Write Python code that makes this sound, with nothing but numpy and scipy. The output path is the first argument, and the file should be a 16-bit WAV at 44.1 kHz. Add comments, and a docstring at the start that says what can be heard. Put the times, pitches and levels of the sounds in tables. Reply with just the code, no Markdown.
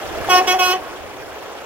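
"""Diesel engines clatter and rumble in an open, slushy yard, with a light hiss of tyres and air.
A truck gives three short toots: its horn's diaphragm buzzes through a flared bell, with a faint rasp.
Trucks and walls around the yard throw back dull echoes, and the engines carry on underneath.
Heard on a stereo pair of microphones; soft bumps of air reach mostly the right one."""
import sys
import numpy as np
from scipy import signal
from scipy.io import wavfile

SR = 44100
rng = np.random.default_rng(int(sys.argv[2]) if len(sys.argv) > 2 else 0)


def int16_out(signal):
    """Quantize to a 16-bit WAV file."""
    q = np.round(np.clip(np.atleast_2d(signal).T, -1, 1) * 32767)
    wavfile.write(sys.argv[1], SR, q.astype(np.int16))


N = 72765
T = np.arange(N) / SR
TREBLE_RELEASE_S = .014  # shared by the horn's high partials and its rasp


def from_db(db):
    """Decibels to gain."""
    return 10 ** (np.asarray(db) / 20)


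def rms_one(x):
    """Scale to unit rms."""
    return x / np.sqrt(np.mean(x ** 2) + 1e-20)


def pan(db):
    """Equal-power gains for a left-minus-right level difference."""
    return rms_one(from_db(np.array([[db], [-db]]) / 2))


def in_time(rows):
    """Join (time, value) points by straight lines."""
    return np.interp(T, *np.transpose(rows))


def at_hz(points, hz):
    """Read a spectrum on a log-frequency axis."""
    freqs, values = np.transpose(points)
    return np.interp(np.log(hz), np.log(freqs), values)


def near(hz, centre_hz, width_octaves=.34):
    """A bell-shaped weight around a frequency."""
    return np.exp(-(np.log2(hz / centre_hz) / width_octaves) ** 2)


def drift(rate_hz):
    """Smooth random wander of spread 1."""
    pole = np.exp(-80 * np.pi * rate_hz / SR)
    steps = rng.standard_normal(N // 40 + 2002)  # one every 40 samples
    slow = signal.lfilter([1], [1, -2 * pole, pole * pole], steps)[2000:]
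    return np.interp(np.arange(N) / 40, np.arange(len(slow)), rms_one(slow))


def dull(x, hz):
    """Second-order low-pass."""
    return signal.sosfilt(signal.butter(2, hz, fs=SR, output="sos"), x + 1e-18)


def banded_noise(spectrum, flicker_db, left_lag_s=.00008):
    """Unit-rms stereo noise in flickering third octaves, reaching the left microphone a little late."""
    # how alike the two microphones hear it: frequency_hz, correlation
    likeness = [(50, .1), (150, 0.1), (300, 0.41), (650, 0.85), (1400, 0.66), (3000, 0.092), (6500, 0.37),
                (15000, 0.065)]
    edges = 22 * 2 ** (np.arange(30) / 3)
    white = rng.standard_normal((2, 2, N))
    out = 0
    for k, (low, high) in enumerate(zip(edges, edges[1:])):
        hz, flicker = np.sqrt(low * high), drift(36)
        if high < spectrum[0][0] or low > spectrum[-1][0]:
            continue
        band = signal.butter(2, [low, high], "band", fs=SR, output="sos")
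        mid, side = signal.sosfilt(band, white[k % 2])
        alike = at_hz(likeness, hz)
        stereo = np.sqrt(1 + alike) * mid + np.sqrt(1 - alike) * side * [[1], [-1]]
        out = out + from_db(at_hz(spectrum, hz) + flicker_db * flicker) * stereo
    return rms_one(np.array([np.roll(out[0], round(left_lag_s * SR)), out[1]]))


def rumble(bump_s=.013):
    """Low engine rumble and soft bumps of air, mostly on the right microphone."""
    # rumble spectrum: frequency_hz, relative_density_db
    spectrum = [(25, -12), (45, -3.5), (85, 0), (130, -4.5), (220, -16), (350, -32)]
    # rumble loudness: time_s, level_db
    levels = [(0, -41.5), (.22, -37.5), (.4, -46), (.6, -43.5), (.82, -48), (.98, -48.5), (1.2, -50),
              (1.65, -50.5)]
    # air bumping the microphone: peak_s, level_db
    bumps = [(.05, -46), (0.212, -38), (.32, -52), (.56, -43), (1.05, -47)]
    air = sum(from_db(db) * np.exp(-((T - peak_s) / bump_s) ** 2) for peak_s, db in bumps)
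    return pan(-13) * (from_db(in_time(levels)) + air) * banded_noise(spectrum, flicker_db=4)


def engines(firings_per_s=31, clatter_depth=.1):
    """Diesel clatter near the centre, throbbing with the firings."""
    # clatter, with tyre and air hiss on top: frequency_hz, relative_density_db
    spectrum = [(180, -11), (250, -10), (330, -2), (440, 1.5), (530, -2.5), (660, -1), (950, -3.5),
                (1100, -7.5), (1400, -6.5), (2200, -13), (2900, -12), (4000, -21), (5500, -20), (8000, -28),
                (13000, -30.5), (16000, -29.5)]
    # engine loudness: time_s, level_db
    levels = [(0, -29), (.1, -27.5), (.24, -25.5), (.4, -24.5), (.6, -28), (.82, -31.5), (1.05, -33),
              (1.3, -33), (1.65, -32.5)]
    firings = np.cumsum(firings_per_s * (1 + .069 * drift(9.4))) / SR
    throb = rms_one(np.exp(clatter_depth * (np.cos(2 * np.pi * firings) + .5 * drift(67))))
    return pan(-.5) * from_db(in_time(levels)) * throb * banded_noise(spectrum, flicker_db=2)


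def yard(x, tail_db=-16, tail_t60_s=.35, tail_cut_hz=6000):
    """Trucks and walls, near and far, return dull echoes and a faint scattered tail."""
    # echo paths: delay_s, level_db, lowpass_hz
    paths = [(.023, -14.5, 5160), (.043, -16.5, 2100), (.225, -20, 1600)]
    echoes = sum(from_db(db) * np.array([np.interp(T - delay, T, side) for side in dull(x, hz)])
                 for delay, db, hz in paths)
    scatter = rng.standard_normal(N) + 1.8 * rng.standard_normal((2, N))
    response = rms_one(scatter * from_db(-60 * T / tail_t60_s)) / np.sqrt(N)
    tail = signal.fftconvolve(x, response, axes=1)[:, :N]
    return echoes + from_db(tail_db) * signal.lfilter(*signal.butter(1, tail_cut_hz, fs=SR), tail)


def envelope(start, end, release_s, attack_s=.013, sag_db_per_s=18.5):
    """Quick rise, sagging hold, exponential release."""
    rise = np.clip((T - start) / attack_s, 0, 1)
    sag = from_db(-sag_db_per_s * (T - (start + end) / 2))
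    return rise * sag * np.exp(-np.maximum(T - end, 0) / release_s)


def air_rasp(toots, level_db=-33.3):
    """Air rasps faintly in the horn during each toot."""
    # rasp spectrum: frequency_hz, relative_density_db
    spectrum = [(700, -6), (1500, -7), (3000, -7), (4000, -9), (6000, -5), (8500, -16), (12500, -8),
                (16000, -13)]
    drive = sum(envelope(start, end, TREBLE_RELEASE_S) for start, end, *_ in toots)
    return from_db(level_db) * pan(-8) * drive * banded_noise(spectrum, flicker_db=1.5)


def kick(start, level_db, ring_hz=770, t60_s=.05):
    """The diaphragm's first pull rings the bell briefly."""
    age = np.maximum(T - start, 0)
    return from_db(level_db - 60 * age / t60_s) * np.sin(2 * np.pi * ring_hz * age)


def diaphragm(start, end, pitch_hz, settle_s=.00634):
    """Cycles swung and release (0 to 1): starts sharp, settles, goes sharp and wobbles when let go."""
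    start_sharp_hz, release_sharp_hz, sag_hz_per_s = 12.2, 8.36, 8.7
    released = np.clip((T - end) / settle_s, 0, 1)
    held_hz = pitch_hz - sag_hz_per_s * (T - (start + end) / 2)
    sharp_hz = start_sharp_hz * np.exp(-np.maximum(T - start, 0) / settle_s) + release_sharp_hz * released
    wobble = 1 + .0007 * drift(120) + .012 * released * drift(70)
    cycles = np.cumsum((held_hz + sharp_hz) * wobble) / SR
    return cycles - cycles[int(start * SR)], released


def toot(start, end, level_db, pitch_hz, lift_hz, lift_db, dip_hz, dip_db, treble_db):
    """The diaphragm buzzes through the bell; its low partials build slowly and swell as it swings free."""
    # lowest partials, from the fundamental up: relative_level_db, left_minus_right_db
    partials = [(-24.5, 0.5), (-18.5, -1), (-19.5, 1.5), (-25, -3), (-24.5, -0.5), (-23.5, -2), (-21, -10),
                (-21.5, -5), (-23, -1.5), (-36.5, -4), (-35.5, -3), (-32.5, -2.5), (-37.5, -16), (-30, -3),
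                (-27.5, -7), (-28.5, -1.5), (-37.5, -21), (-32.5, 0.5)]
    # overtones above those: frequency_hz, relative_level_db
    overtones = [(6900, -45.5), (7600, -44), (8600, -43.5), (9800, -49.5), (11000, -42.5), (13000, -40.5),
                 (14500, -47), (16000, -43)]
    # the horn's lag at the left microphone: frequency_hz, lag_rad
    left_lag = [(370, 0.54), (1100, 0.98), (3000, 1.02), (5000, 2.31), (13000, 2.02)]
    bass_lead_s, bass_build_s, bass_release_s, swell_db = .0018, .0087, .0085, 2
    flutter_db, flutter_hz, wander_rad = 2.68, 16.5, .35  # shifting reflections vary level and phase
    bell_spread = .16  # the bell smears each pulse: rad per partial number squared
    cycles, released = diaphragm(start, end, pitch_hz)
    out = 0
    for k in range(1, 44):
        hz = k * pitch_hz
        db, pan_db = partials[k - 1] if k <= len(partials) else (at_hz(overtones, hz), -3)
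        treble = 1 / (1 + (1600 / hz) ** 4)
        bass = 1 - treble
        reflections_db = lift_db * near(hz, lift_hz) - dip_db * near(hz, dip_hz)
        colour_db = reflections_db * (1 - released) + swell_db * bass * released
        flutter = drift(flutter_hz) + treble * np.array([drift(flutter_hz), drift(flutter_hz)])
        gain = from_db(db + level_db + treble * treble_db + colour_db + flutter_db * flutter)
        coast_s = .045 / (1 + (hz / 990) ** 4)  # low partials sound on after the drive stops
        release_s = bass * bass_release_s + treble * TREBLE_RELEASE_S
        shape = envelope(start - bass_lead_s * bass, end + coast_s, release_s)
        shape *= 1 - bass * np.exp(-np.maximum(T - start, 0) / bass_build_s)
        phase = 2 * np.pi * k * cycles - bell_spread * k * k - np.array([[at_hz(left_lag, hz)], [0]])
        phase += wander_rad * treble * flutter[::-1]
        out = out + np.sqrt(2) * gain * pan(pan_db) * shape * np.cos(phase)
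    return out


def horn():
    """The truck's three toots with their rasp; the first two open with a kick of the diaphragm."""
    # toots, each with a band that reflections lift and one they cancel:
    # start_s, end_s, level_db, pitch_hz, lift_hz, lift_db, dip_hz, dip_db, treble_db
    toots = [(.290, 0.385, -1, 365.1, 966, 8, 2370, 10.5, 0), (0.468, 0.527, -3, 366, 2110, 0, 820, 5, 0),
             (0.584, 0.726, -4.5, 365.4, 1410, 7, 1920, 12, 1.5)]
    # first pulls of the diaphragm: start_s, level_db
    kicks = [(.287, -10.5), (.466, -21)]
    rasp = air_rasp(toots)
    return sum(toot(*row) for row in toots) + sum(kick(*row) for row in kicks) + rasp


def scene():
    """The horn and its echoes across the yard, over engines and rumble."""
    toots = horn()
    return toots + yard(toots) + engines() + rumble()


def record(dry, cutoff_hz=15900):
    """The recorder rounds the highest peaks and cuts the top of the treble."""
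    rounded = dry / (1 + dry ** 8) ** (1 / 8)
    return signal.sosfilt(signal.ellip(12, .1, 80, cutoff_hz, fs=SR, output="sos"), rounded)


dry = scene()
out = record(dry)
int16_out(out)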